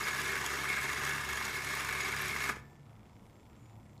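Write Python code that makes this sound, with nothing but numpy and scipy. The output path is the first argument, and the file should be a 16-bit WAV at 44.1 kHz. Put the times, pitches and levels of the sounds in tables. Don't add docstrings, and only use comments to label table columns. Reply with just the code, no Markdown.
import sys
import numpy as np
from scipy import signal
from scipy.io import wavfile

SR = 44100
rng = np.random.default_rng(int(sys.argv[2]) if len(sys.argv) > 2 else 0)


def rack_gain(trim_db):
    fader = np.asarray(trim_db, float)
    return 10 ** (fader / 20)


def store_wav(level_fs):
    pcm = np.round(np.clip(np.atleast_2d(level_fs), -1, 1) * 32767)
    wavfile.write(sys.argv[1], SR, pcm.T.astype(np.int16))


N = 176400

STOP_S = 2.505
FRAME_S, CLAW_S = .03976, .018

# centre [Hz], width [Hz], level [dB].
HOUSING = [(378.4, 30, -2.5), (487, 11, -10.5), (565, 103, -17.5), (1034.5, 198, -4), (1202, 97, -4),
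           (1360, 148, -5), (1659, 116, 3), (1783, 113, 0), (1981, 147, -1), (2172, 155, 2.5),
           (2225, 153, -6), (2470, 93, -9), (2680, 90, -6.5), (2795, 730, -17)]
# centre [Hz], width [Hz], level [dB].
PLATES = [(3300, 194, -9), (3660, 77, -32.5), (4840, 550, -15.5), (4960, 265, -9), (5194, 150, -14.5),
          (5800, 440, -15.5), (6760, 350, -11.5), (7920, 190, -16.5), (9340, 520, -19), (11340, 1200, -18),
          (12100, 550, -18.5), (13000, 710, -26), (14500, 1400, -25)]


def rms_one(x):
    return x / np.sqrt(np.mean(x ** 2) + 1e-20)


def clock():
    return np.arange(N) / SR


def drift(rate_hz):
    r = np.exp(-80 * np.pi * rate_hz / SR)
    noise = rng.standard_normal(N // 40 + 2002)
    slow = signal.lfilter([1], [1, -2 * r, r * r], noise)[2000:]
    return np.interp(np.arange(N) / 40, np.arange(len(slow)), rms_one(slow))


def butter(x, order, hz, kind):
    return signal.sosfilt(signal.butter(order, hz, kind, fs=SR, output="sos"), x)


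def resonate(x, hz, width_hz):
    r = np.exp(-np.pi * width_hz / SR)
    poles = [1, -2 * r * np.cos(2 * np.pi * hz / SR), r * r]
    return signal.lfilter([(1 - r * r) / 2, 0, (r * r - 1) / 2], poles, x + 1e-18)


def strike(x, body, vary_db=0.):
    out = 0
    for k, (hz, width_hz, db) in enumerate(body):
        out = out + (-1) ** k * rack_gain(db) * resonate(x * rack_gain(vary_db * drift(59)), hz, width_hz)
    return out


def bands(x, spectrum, patchy_db):
    out = 0
    edges = 22 * 2 ** np.arange(0, 9.6, .5)
    hz, db = np.transpose(spectrum)
    for k, (low, high) in enumerate(zip(edges, edges[1:])):
        band = butter(x[k % 2], 2, [low, high], "band")
        level_db = np.interp(np.log(low * high) / 2, np.log(hz), db)
        out = out + band * rack_gain(level_db + patchy_db * drift(7.7))
    return rms_one(out)


def bursts(s, db, spread_s, rattle=0.13):
    out, size = np.zeros(N + SR), 400
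    shape = rattle * np.exp(-np.arange(size) / (spread_s * SR))
    click = np.arange(size) == 0
    for at, level_db, noise in zip(s, db, rng.standard_normal((len(s), size))):
        contact = shape * noise + click
        start = int(at * SR)
        out[start:start + size] += rack_gain(level_db) * contact / np.sqrt(np.sum(contact ** 2))
    return out[:N]


def floor_noise():
    # frequency [Hz], density [dB per Hz].
    spectrum = [(28, -17.5), (90, -6.5), (250, -14), (480, -22.5), (900, -21.5), (1700, -35), (4500, -44),
                (15000, -49.5)]
    return rack_gain(-57) * bands(rng.standard_normal((2, N)), spectrum, patchy_db=1.5)


def rumble():
    # centre [Hz], width [Hz], level [dB rms].
    room_tones = [(107.6, 8, -62), (140.6, 10, -66), (209.7, 11.6, -68.5), (7400, 200, -88),
                  (6450, 150, -93), (8300, 150, -96)]
    out = 0
    for hz, width_hz, db in room_tones:
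        level = rack_gain(db + 2.9 * drift(3.4))
        noise = rng.standard_normal(N + SR)
        tone = resonate(resonate(noise, hz, width_hz), hz, width_hz)[SR:]
        out = out + level * rms_one(tone)
    return out


def squeal():
    # time [s], pitch [Hz], level [dB].
    glide = [
        (3.55, 6400, -100),
        (3.56, 6400, -84),
        (3.595, 6450, -85),
        (3.6, 7080, -77),
        (3.65, 6980, -77),
        (3.72, 7080, -78),
        (3.755, 7100, -80),
        (3.765, 7100, -100),
    ]
    s, hz, db = np.transpose(glide)
    pitch_hz = np.interp(clock(), s, hz) + 70 * drift(209)
    level_db = np.interp(clock(), s, db, -200, -200) + 1.5 * drift(50)
    return rack_gain(level_db) * np.sin(2 * np.pi * np.cumsum(pitch_hz) / SR)


def appliance():
    # time within a turn [s], level [dB], jitter [s].
    pattern = [
        (.0065, -64, 0.00051),
        (.031, -62.5, 0.00064),
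        (0.0555, -61.5, 0.00049),
        (.065, -62, .001),
        (0.0969, -61.5, 0.0014),
    ]
    # centre [Hz], width [Hz], level [dB].
    casing = [(2160, 270, 4.5), (3450, 230, -2), (5100, 970, -11)]
    turn_s, snap_s = .1, 3.979
    turns = np.arange(0, N / SR, turn_s)
    s, db, jitter_s = np.transpose(pattern)
    chance = rng.standard_normal((2, len(turns), len(s)))
    tick_s = turns[:, None] + s + jitter_s * chance[0]
    tick_db = db + 1.0 * chance[1]
    ticks = bursts(tick_s.ravel(), tick_db.ravel(), 0.00035, rattle=0.04)
    ticking = butter(strike(ticks, casing), 2, 1500, "high")
    snap = bursts([snap_s], [-50], 0.0012, rattle=0.11)
    snap_low = resonate(resonate(snap, 4300, 900), 4200, 1400)
    snap_high = resonate(resonate(snap, 6500, 2500), 6400, 2500)
    return rack_gain(29) * ticking + rack_gain(22) * snap_low + rack_gain(13) * snap_high


def room(x):
    t60_s, wall_cut_hz, first_echo_s = 0.33, 5400, .004
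    t = np.arange(SR // 2) / SR
    tail = rng.standard_normal(len(t)) * rack_gain(-60 * t / t60_s) * (t > first_echo_s)
    tail = butter(tail, 1, wall_cut_hz, "low")
    return rack_gain(-14) * signal.fftconvolve(x, tail / np.sqrt(np.sum(tail ** 2)))[:N]


def lid():
    # pitch [Hz], peak level [dB], t60 [s].
    modes = [(1768, -57, 1.0), (1179, -50, .23), (1346, -53, .24), (1927, -60, .4), (2304, -58, .4)]
    t = clock() - STOP_S
    out = 0
    for hz, db, t60_s in modes:
        out = out + rack_gain(db - 60 * t.clip(0) / t60_s) * np.sin(2 * np.pi * hz * t) * (t > 0)
    return out


def button():
    land_s, thump_hz, decay_s = 2.569, 420, .0013
    t = np.maximum(clock() - land_s, 0)
    return rack_gain(-33) * np.sin(2 * np.pi * thump_hz * t) * np.exp(-t / decay_s)


def running_db():
    # time [s], level [dB].
    coast = [
        (2.505, 0),
        (2.52, -7),
        (2.545, -15),
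        (2.581, -19.5),
        (2.6, -26),
        (2.62, -49),
        (2.7, -80),
    ]
    return np.interp(clock(), *np.transpose(coast))


def governor():
    # multiple of the speed, level [dB rms].
    harmonics = [(1, -56), (2, -55), (3, -65)]
    # time [s], turns per second [Hz].
    spin = [(0, 70.4), (.44, 68.7), (.6, 69.6), (1.0, 68.5), (1.17, 70.5), (1.38, 68.35), (1.6, 68.4),
            (1.72, 70.25), (1.9, 68.2), (2.05, 68), (2.22, 70.3), (2.35, 68.6), (2.5, 68.3), (2.6, 64)]
    speed_hz = np.interp(clock(), *np.transpose(spin)) + 0.67 * drift(14.3)
    turns = np.cumsum(speed_hz) / SR
    out = 0
    for multiple, db in harmonics:
        level = np.sqrt(2) * rack_gain(db + 1.54 * drift(5.2) + .3 * running_db())
        out = out + level * np.sin(2 * np.pi * int(multiple) * turns)
    return out


def pawl():
    # time [s], level [dB], brightness [dB].
    bounces = [(2.478, -30, -5), (2.49, -23, -10), (2.494, -22, -11), (2.4972, -18, -11), (2.502, -23, -17),
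               (2.508, -31, -16), (2.515, -35, -15), (2.523, -36, -6), (2.532, -39, -12),
               (2.5556, -36, -15), (2.562, -46, 1), (2.569, -46, -10), (2.574, -50, -3), (2.59, -48, -4),
               (2.598, -48, -6)]
    # centre [Hz], width [Hz], level [dB].
    case_body = [(204, 47, -4), (380, 48, 1), (780, 140, -8.5), (1150, 270, 0), (1370, 150, 2.5)]
    rattle_s = .004
    s, db, bright_db = np.transpose(bounces)
    bright = bursts(s, db + bright_db, rattle_s)
    blows = bursts(s, db, rattle_s)
    thud = rack_gain(23.5) * strike(bursts(s, db, rattle_s), case_body)
    return bright, blows, thud


def claw_strokes():
    jitter_s, level_db = .002, -35.5
    frames = np.arange(CLAW_S, STOP_S - .03, FRAME_S)
    chance = rng.standard_normal((len(frames), 2))
    return bursts(frames + jitter_s * chance[:, 0], level_db + 2.0 * chance[:, 1], 0.0011)


def claw_and_pawl():
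    # time [s], level [dB].
    hard_ticks = [(0.1775, -36), (0.2157, -26.5), (0.462, -22), (0.6504, -32), (0.69, -28), (0.8131, -28),
                  (0.973, -32), (1.05, -27.5), (1.0923, -28.5), (1.288, -32), (1.3296, -29), (1.372, -30),
                  (1.4518, -25), (1.646, -26.5), (1.7512, -26.5), (1.8061, -32), (1.848, -29), (1.889, -30),
                  (2.0087, -28.5), (2.0896, -34), (2.162, -28.5), (2.2815, -26.5), (2.3612, -37),
                  (2.4044, -29.5)]
    # time [s], level [dB].
    housing_knocks = [(0.0667, -23), (0.0962, -43), (0.1481, -37), (0.2129, -26), (0.2598, -21),
                      (0.3287, -21), (0.3621, -24), (0.3945, -39), (0.4184, -34), (0.4623, -23.5),
                      (0.4993, -28), (0.612, -37), (0.6519, -16), (0.7721, -16), (0.819, -25),
                      (0.8545, -20), (0.9183, -44), (0.9333, -26), (0.9612, -19), (0.9737, -21),
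                      (1.052, -21), (1.076, -25), (1.0939, -26), (1.1333, -22), (1.1777, -21),
                      (1.2755, -35), (1.2905, -19), (1.3503, -31), (1.3708, -18), (1.4102, -19),
                      (1.4536, -17), (1.5289, -35), (1.711, -28), (1.8078, -34), (1.8891, -15),
                      (1.927, -27), (1.9485, -20.5), (1.9769, -34), (2.0088, -25), (2.0497, -25),
                      (2.0901, -22.5), (2.136, -21), (2.1655, -38), (2.1919, -21), (2.2847, -39.5),
                      (2.3231, -16), (2.361, -21), (2.4044, -21), (2.4558, -24), (2.4912, -27)]
    hardest_knock_db = -21
    strokes = claw_strokes()
    pawl_bright, pawl_blows, thud = pawl()
    ticks = strokes + bursts(*np.transpose(hard_ticks), 0.0028, rattle=0.76) + pawl_bright
    knock_s, knock_db = np.transpose(housing_knocks)
    knocks = bursts(knock_s, np.minimum(knock_db, hardest_knock_db), 0.0045, rattle=0.39)
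    knocks = butter(knocks + rack_gain(8.0) * strokes, 2, 750, "high") + pawl_blows
    crack = rack_gain(3.0) * butter(ticks, 2, [3000, 15000], "band")
    plates = rack_gain(30.5) * strike(ticks, PLATES, vary_db=.8)
    housing = rack_gain(24.5) * strike(knocks, HOUSING, vary_db=1.5)
    return thud + crack + plates + housing


def gears():
    # time [s], level [dB], looseness of the cover [dB].
    drive = [(0, -36, -8), (.2, -36.5, -8), (.27, -36, -3.5), (.37, -36.5, -3.5), (.42, -36, -16),
             (.62, -36.5, -11.5), (.68, -37, -2), (.76, -37, -2), (.95, -36.5, -12), (1.25, -37.5, -8.5),
             (1.4, -37, -11), (1.6, -38, -7), (1.8, -37, -7), (1.929, -37.5, -4), (2.1, -37.5, -5.5),
             (2.3, -38, -3.5), (2.47, -37, -6.5)]
    # centre [Hz], width [Hz], level [dB].
    cover_body = [(2169, 64, 0.5), (2264, 94, -7.5), (385.6, 28, -11.5), (1802, 22, -18)]
    # frequency [Hz], density [dB per Hz].
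    rattle_spectrum = [(60, -33), (330, -8.5), (650, -25.5), (1050, -5), (2200, -7), (3000, -12.5),
                       (7000, -21), (15000, -36)]
    teeth_per_s, tooth_spread_db = 2500, 1
    s, drive_db, loose_db = np.transpose(drive)
    sizes = rack_gain(tooth_spread_db * np.minimum(rng.exponential(1, (2, N)), 4))
    sizes = sizes * rng.choice([-1, 1], (2, N))
    contacts = rng.random((2, N)) < teeth_per_s / SR
    teeth = sizes * contacts * rack_gain(1.28 * drift(44))
    body = rms_one(strike(teeth[0], HOUSING + PLATES, vary_db=2.5))
    cover = 0
    for hz, width_hz, db in cover_body:
        swell = rack_gain(db + 2 * drift(3.5))
        cover = cover + swell * rms_one(resonate(teeth[1], hz, width_hz))
    cover = cover * rack_gain(np.interp(clock(), s, loose_db))
    rattle = rack_gain(-3) * bands(teeth[::-1], rattle_spectrum, patchy_db=.7)
    level_db = np.interp(clock(), s, drive_db) - 2.0 + running_db()
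    return (body + cover + rattle) * rack_gain(level_db)


def scene():
    background = floor_noise() + rumble() + squeal() + appliance()
    camera = governor() + button() + claw_and_pawl() + gears()
    return (background + camera + room(camera) + lid())[None]


def roll_off(x):
    return signal.sosfilt(signal.butter(12, 16410, fs=SR, output="sos"), x)


def record(dry):
    steep = signal.ellip(12, .5, 60, 15290, fs=SR, output="sos")
    mix = signal.sosfilt(steep, dry)
    return roll_off(mix)


dry = scene()
out = record(dry)
store_wav(out)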